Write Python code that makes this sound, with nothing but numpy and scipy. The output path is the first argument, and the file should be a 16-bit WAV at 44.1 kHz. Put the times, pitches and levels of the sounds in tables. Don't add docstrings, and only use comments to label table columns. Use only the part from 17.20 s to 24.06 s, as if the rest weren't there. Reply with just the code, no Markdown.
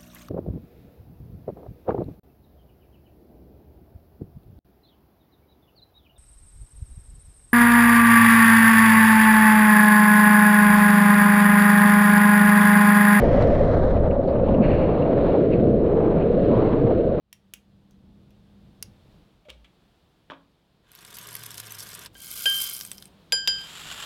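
import sys
import numpy as np
from scipy import signal
from scipy.fft import rfft, irfft
from scipy.io import wavfile

SR = 44100
rng = np.random.default_rng(int(sys.argv[2]) if len(sys.argv) > 2 else 0)


def put_to_file(sound):
    columns = np.atleast_2d(sound).T
    safe = np.clip(columns, -1, 1)
    whole_steps = np.round(safe * 32767)
    wavfile.write(sys.argv[1], SR, whole_steps.astype(np.int16))


N = 302437
TIME = np.arange(N) / SR
RING_TIME, GRAIN_TIME = TIME[:SR // 2], TIME[:SR // 40]


def undb(db):
    return 10 ** (np.asarray(db) / 20)


def unit(x):
    return x / np.sqrt(np.mean(x ** 2))


def fade(t, t60):
    return np.exp(-np.log(1000) * t / np.maximum(t60, 1e-4))


def note(hz, t60, t=RING_TIME):
    return np.sin(2 * np.pi * hz * t) * fade(t, t60)


def add(out, start_s, x):
    i = max(int(start_s * SR), 0)
    out[i:i + len(x)] += x[:max(N - i, 0)]


def colour(x, points, tilt_db=0, centre_hz=None, size=4096):
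    hz = np.maximum(np.arange(size // 2 + 1) * SR / size, 1)
    freqs, db = np.transpose(points)
    curve_db = np.interp(np.log(hz), np.log(freqs), db)
    shape = undb(curve_db + tilt_db * np.log2(np.maximum(hz, freqs[0])))
    shape = shape * np.minimum(hz / freqs[0], 1) * np.minimum(freqs[-1] / hz, 1) ** 2
    if centre_hz:
        shape = shape / np.hypot(1, (hz / centre_hz) ** 2) * np.sqrt(hz / (hz + centre_hz))
    cepstrum = irfft(np.log(unit(shape)))
    cepstrum[1:size // 2] *= 2
    cepstrum[size // 2 + 1:] = 0
    return signal.fftconvolve(x, irfft(np.exp(rfft(cepstrum))))[:len(x)]


def burst(t60):
    x = rng.standard_normal(len(RING_TIME)) * fade(RING_TIME, t60)
    return x / np.linalg.norm(x)


def snap(t60, hz, strength):
    crack = burst(t60)
    pitched = signal.lfilter(*signal.iirpeak(min(hz, SR / 3), 7, fs=SR), crack)
    x = crack + strength * pitched
    return x / np.linalg.norm(x)


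def wander(rate_hz):
    points = rng.standard_normal(1000)
    return np.interp(TIME * rate_hz, np.arange(len(points)), points)


def flow(start_s, build_s, stop_s, t60):
    return np.clip((TIME - start_s) / build_s, 0, 1) * fade(np.maximum(TIME - stop_s, 0), t60)


def grains(count, t60, crack, notes=6):
    draw = rng.random((count, notes, 3))
    hz, phase = 2500 + 13000 * draw[..., :1], draw[..., 1:2]
    ring = np.sin(2 * np.pi * (hz * GRAIN_TIME + phase)).sum(axis=1) / np.sqrt(notes / 2)
    decay = fade(GRAIN_TIME, t60 * (.5 + draw[:, 0, 2:]))
    x = (ring + crack * rng.standard_normal(ring.shape)) * decay
    return x / np.linalg.norm(x, axis=1, keepdims=True)


def shower(stream, count, spread_db, t60, crack, thinning=0):
    start, _, stop, dying_s = stream
    end = stop + dying_s / 2
    draw, out = rng.random((count, 3)), np.zeros(N)
    force = unit(undb(spread_db * np.minimum(-np.log(draw[:, 1]), 3)))
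    times = start + (end - start) * (np.arange(count) + 4 * draw[:, 0] - 2) / count
    lands = draw[:, 2] < np.interp(times, TIME, flow(*stream)) ** thinning
    for start_s, strength, grain in zip(times, force * lands, grains(count, t60, crack)):
        add(out, start_s, strength * grain)
    return out * np.sqrt((end - start) * SR / count)


def kitchen(x, t60):
    echoes = burst(t60) * (1 - fade(RING_TIME, 0.0091))
    tail = colour(echoes, [(150, 0), (3500, -10), (5500, -10.5), (8000, -13.5), (15000, -19.0)])
    return signal.fftconvolve(x, tail)[:N]


def drone(start_s, length_s, first_hz, last_hz, db, waver_db):
    along = np.clip((TIME - start_s) / length_s, 0, 1)
    pitch = (first_hz + (last_hz - first_hz) * along) * (1 + 0.0171 * wander(18))
    level = np.sin(np.pi * along) * undb(db + waver_db * wander(23))
    return level * np.sin(2 * np.pi * np.cumsum(pitch) / SR)


# time_s, rumble_db, hiss_db
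ROOM_LEVELS = [(0, -79.5, -87.5), (.2, -64.5, -71.5), (.8, -55.5, -69.5), (1.95, -53.5, -63.5),
               (2.25, -64, -68.5), (2.65, -63, -66), (3.5, -67.5, -69.5), (4.9, -58.5, -63),
               (6.86, -55.5, -59)]
# freq_hz, gain_db
RUMBLE_TONE = [(15, -32), (25, -6), (59, 0), (87, -1.5), (204, -1), (275, -12), (306, -8.5), (425, -20.5),
               (472, -14), (525, -21.5), (619, -21), (900, -31), (1170, -81), (1980, -120)]
HISS_TONE = [(300, 10.5), (700, 7), (1300, 0.5), (2200, -4), (3500, 0), (4600, -5.5), (6000, -14),
             (10000, -17.5), (16000, -19.5)]
# start_s, length_s, first_hz, last_hz, level_db
FAR_HUMS = [(0, 2.17, 197, 203.7, -56), (3.8, 1.27, 120.3, 99.1, -51.5), (3.92, 0.55, 162.2, 143.3, -57),
            (5.498, 1.03, 194.4, 196.2, -58.5), (5.697, 1.34, 165.7, 160, -58)]
def traffic():
    times, rumble_db, hiss_db = np.transpose(ROOM_LEVELS)
    rumble_level = undb(np.interp(TIME, times, rumble_db) + 1.7 * wander(9))
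    rumble = rumble_level * colour(rng.standard_normal(N), RUMBLE_TONE)
    hiss = undb(np.interp(TIME, times, hiss_db)) * colour(rng.standard_normal(N), HISS_TONE)
    return rumble + hiss + sum(drone(*row, waver_db=3.0) for row in FAR_HUMS)


# freq_hz, gain_db
CRUNCH_TONE = [(150, -6.5), (550, -5), (1100, 2), (1550, 4), (2100, -0.5), (3200, 7), (4300, -1),
               (6200, -9), (7500, 1), (8500, -10), (10500, -14.5), (10950, -7.5), (11500, -9.5),
               (16000, -23)]
def burrs():
    stream = (6.2, 0.58, 6.86, .1)  # start_s, build_s, stop_s, t60_s
    cracks = shower(stream, count=420, spread_db=3.5, t60=0.046, crack=3.3)
    return undb(-38.5) * flow(*stream) * colour(cracks, CRUNCH_TONE)


# start_s, level_db, tilt_db_per_octave, t60_s
SCRAPES = [(2.251, -37.5, -2, 0.095), (2.286, -23, -4, 0.11), (2.2955, -21.5, 0, 0.069),
           (2.3015, -16.5, 2, 0.017), (2.445, -27.5, -3, 0.08), (2.451, -37, -5.5, 0.044)]
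# freq_hz, gain_db
SCRAPE_TONE = [(300, -7.5), (550, -20), (900, -7), (1700, -4.5), (2300, 2.5), (3300, 6.5), (4200, -6.5),
               (5200, -12.5), (7500, -14), (12000, -26), (16000, -29)]
def crank():
    out = np.zeros(N)
    for start_s, db, tilt_db, t60 in SCRAPES:
        add(out, start_s, undb(db) * colour(burst(t60), SCRAPE_TONE, tilt_db))
    return out


# start_s, level_db, pitch_hz, t60_s
FUNNEL_KNOCKS = [(3.1008, -7.5, 960, 0.0058), (3.106, -16.5, 3040, 0.057), (3.1183, -16.5, 1510, 0.016),
                 (3.125, -22, 600, 0.052), (3.135, -27, 3000, 0.021)]
# freq_hz, gain_db
KNOCK_TONE = [(100, -9), (300, 1), (560, 7), (1000, 9.5), (1700, 5.5), (2300, -1), (3100, 8), (4500, -4.5),
              (8000, -17), (15000, -14)]
def funnel():
    out = np.zeros(N)
    for start_s, db, hz, t60 in FUNNEL_KNOCKS:
        add(out, start_s, undb(db) * colour(burst(t60), KNOCK_TONE, centre_hz=hz))
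    return out


# start_s, pitch_hz, level_db, t60_s
BODY_NOTES = [(2.255, 607, -52, 0.28), (2.285, 530, -40.5, 0.041), (3.101, 169, -50.5, 0.29),
              (3.102, 277.4, -51.5, 0.4), (3.1, 553, -48, 0.15)]
def grinder_body():
    out = np.zeros(N)
    for start_s, hz, db, t60 in BODY_NOTES:
        add(out, start_s, undb(db) * note(hz, t60))
    return out


# start_s, relative_level_db, pitch_hz, pitch_strength, echo_db
DIAL_CLICKS = [(0.128, -20, 14200, 0.37, -10.5), (0.3369, -13, 2920, 1, -11), (.709, -43, 6100, 1.7, -4),
               (1.106, -46, 2200, 3.2, -3), (1.6256, -11.5, 10100, 2.6, -19), (1.6262, -14, 5130, 4.4, -15)]
# freq_hz, gain_db
CLICK_TONE = [(300, -19.5), (1200, -8), (2000, -4.5), (2800, 1.5), (3800, -1.5), (5300, 2), (7000, -4.5),
              (8700, -7), (10500, 1.5), (12200, -7.5), (14000, 1.5), (16000, -5.5)]
def dial():
    direct, to_walls = np.zeros(N), np.zeros(N)
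    for start_s, db, hz, strength, echo_db in DIAL_CLICKS:
        click = undb(db + 1.5) * colour(snap(t60=0.016, hz=hz, strength=strength), CLICK_TONE)
        add(direct, start_s, click)
        add(to_walls, start_s, click * undb(echo_db))
    return direct + kitchen(to_walls, t60=0.18)


# start_s, relative_level_db, pitch_hz
LANDINGS = [(3.717, -39.5, 12000), (3.751, -35, 13800), (3.789, -39.5, 4900), (3.8494, -33, 7800),
            (3.9273, -38.5, 7190), (3.9695, -29, 11400), (3.986, -27, 13000), (4.0883, -30, 8000),
            (4.1522, -21.5, 11500), (4.2357, -26.5, 12000), (4.2628, -27.5, 10900), (4.3061, -29, 8000),
            (4.3797, -24, 6930), (4.4001, -24.5, 11900), (4.522, -25, 13600), (4.5845, -36, 11200),
            (4.717, -34, 4820), (4.7503, -28, 10200), (4.8604, -29.5, 4620), (5.4036, -19.5, 12900),
            (5.4148, -20, 10100), (5.4343, -25, 9600), (5.468, -23, 15000), (5.61, -21.5, 5160),
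            (5.65, -26, 8400), (5.7157, -21.5, 8600), (5.7812, -32, 5100), (5.8239, -32.5, 4830),
            (5.8553, -36, 8700)]
# freq_hz, gain_db
LANDING_TONE = [(400, -21), (1500, -7), (3500, -1.5), (5300, -4), (7000, -8.5), (8400, -3), (9300, -7),
                (11500, -2.5), (14000, -5), (16000, -19)]
def hard_beans():
    out = np.zeros(N)
    for start_s, db, hz in LANDINGS:
        add(out, start_s, undb(db + 12.0) * snap(t60=0.0144, hz=hz, strength=2.8))
    return colour(out, LANDING_TONE)


# freq_hz, gain_db
FUNNEL_TICK_TONE = [(1500, -22), (4000, 0.5), (5400, 5.5), (7000, -1), (8300, 3), (9300, -2), (11000, 3),
                    (14000, -3.5), (16000, -14)]
FUNNEL_RATTLE_TONE = [(150, -2.5), (300, -2), (470, -2.5), (650, -6), (1000, 0), (1650, 2.5), (2300, -2.5),
                      (3600, 1.5), (5000, -16), (7000, -13), (12000, -23)]
def beans_in_funnel(clumps):
    stream = (3.62, .42, 4.868, .03)  # start_s, build_s, stop_s, t60_s
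    pour = flow(*stream)
    bean_hits = shower(stream, count=380, spread_db=5.0, t60=0.031, crack=1.0, thinning=.7)
    wall_hits = shower(stream, count=300, spread_db=1.5, t60=0.069, crack=11.5)
    ticks = undb(-49) * pour ** 1.03 * colour(bean_hits, FUNNEL_TICK_TONE, tilt_db=2.0)
    rattle = undb(-49.5) * pour * colour(wall_hits, FUNNEL_RATTLE_TONE)
    return clumps * ticks + rattle


# pitch_hz, t60_s, relative_level_db
WALL_NOTES = [(3156, 0.35, -14), (3320, 0.1257, -24), (3430, .12, -18), (5090, 0.13, -15),
              (8600, .3, -17.5), (11326, .2, -20)]
def cup_wall(rattle):
    ring = sum(undb(db) * unit(note(hz, t60)) for hz, t60, db in WALL_NOTES)
    return signal.fftconvolve(rattle, ring / np.sqrt(len(RING_TIME)))[:N]


# freq_hz, gain_db
CUP_TICK_TONE = [(1500, -18), (4000, -0.5), (5200, 4), (7000, -4), (9000, 4), (11500, 7.5), (13500, 4.5),
                 (16000, -5)]
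CUP_RATTLE_TONE = [(300, -11), (900, -11.5), (1350, 4), (1600, -1), (1850, -6.5), (2200, 4), (2700, -1),
                   (3300, 3.5), (4100, 4), (5000, 3.5), (7000, 3.5), (12000, 2)]
def beans_in_cup(clumps):
    stream = (4.925, 0.38, 5.46, .85)  # start_s, build_s, stop_s, t60_s
    pour = flow(*stream)
    bean_hits = shower(stream, count=260, spread_db=3.0, t60=0.0091, crack=0.6, thinning=.35)
    wall_hits = shower(stream, count=220, spread_db=0.5, t60=0.055, crack=2.8)
    ticks = undb(-37.5) * pour ** 0.83 * colour(bean_hits, CUP_TICK_TONE, tilt_db=2.8)
    rattle = undb(-37.5) * pour * colour(wall_hits, CUP_RATTLE_TONE)
    return clumps * ticks + rattle + undb(-13.5) * cup_shimmer(rattle) + cup_wall(rattle)


# middle_s, half_length_s, boost_db
BEAN_CLUMPS = [(4.16, .035, 2), (4.396, .02, 4), (4.629, 0.036, 7.5), (5.424, 0.021, 7), (5.55, 0.033, 5.5)]
def beans():
    clumps = undb(sum(db * np.exp(-((TIME - s) / half_s) ** 2) for s, half_s, db in BEAN_CLUMPS))
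    out = beans_in_funnel(clumps) + beans_in_cup(clumps) + hard_beans()
    return out + undb(-9.5) * kitchen(out, t60=0.059)


# pitch_hz, t60_s
CUP_NOTES = [(1588, 0.65), (1604, 0.3), (3137, 0.81), (4904, .38), (7219, 0.32), (10130, 0.14)]
def cup_shimmer(rattle):
    ring = sum(note(hz, .5 * t60) for hz, t60 in CUP_NOTES[1:4])
    return signal.fftconvolve(rattle, ring / np.linalg.norm(ring))[:N]


# start_s, clack_db, clack_tilt_db_per_octave, relative_knock_db, then six of relative_note_db
BLOWS = [(4.952, -27, -4, -41, -56, -56, -53, -68, -72, -71),
         (5.257, 1.5, -1, -14, -45, -23.5, -16.5, -32.5, -46, -31.5),
         (6.122, 2.5, 2.5, -5, -29, -38, -28.5, -17.5, -26.5, -28.5),
         (6.2747, 3.5, 1, -10.5, -31.5, -56, -27, -18, -33, -39.5)]
# freq_hz, gain_db
CLACK_TONE = [(200, -27), (450, 0.5), (750, 5.5), (1200, -0.5), (2000, 11.5), (3000, 18), (4400, 9.5),
              (5200, 12), (6600, 6), (7300, 9), (8500, -6), (12000, -9), (14000, 4.5), (16000, -34)]
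PLUNGER_TONE = [(200, -16), (380, -18.5), (480, 3), (620, -14), (800, -12), (1200, -13.5)]
def struck_cup():
    rings, clacks, t = np.zeros(N), np.zeros(N), TIME[:SR]
    knock_lag_s, grip_s = 0.00599, .13
    attack = (1 - fade(t, 0.017)) * (1 + 0.49 * fade(t, 0.13))
    grip = fade(np.maximum(t - grip_s, 0), t60=1)
    for start_s, clack_db, tilt_db, knock_db, *notes_db in BLOWS:
        add(clacks, start_s, undb(clack_db) * colour(burst(t60=0.023), CLACK_TONE, tilt_db))
        knock = undb(knock_db - 2.5) * colour(burst(t60=0.053), PLUNGER_TONE)
        add(clacks, start_s + knock_lag_s, knock)
        for (hz, t60), db in zip(CUP_NOTES, notes_db):
            add(rings, start_s, undb(db) * note(hz, t60, t) * attack * grip)
    echoes = undb(-13.5) * kitchen(clacks, t60=0.25) + undb(-26) * kitchen(rings, t60=0.25)
    return rings + clacks + echoes


def scene():
    clicks = dial()
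    handling = crank() + funnel() + grinder_body()
    handling += undb(-11.0) * kitchen(handling, t60=0.28)
    crank_wobble = drone(start_s=2.28, length_s=.19, first_hz=66, last_hz=52, db=-49, waver_db=2.5)
    return (clicks + handling + crank_wobble + struck_cup() + beans() + burrs() + traffic())[None]


def record(dry):
    top_hz = 16600
    return signal.sosfilt(signal.ellip(10, .2, 70, top_hz, fs=SR, output="sos"), dry)


dry = scene()
out = record(dry)
put_to_file(out)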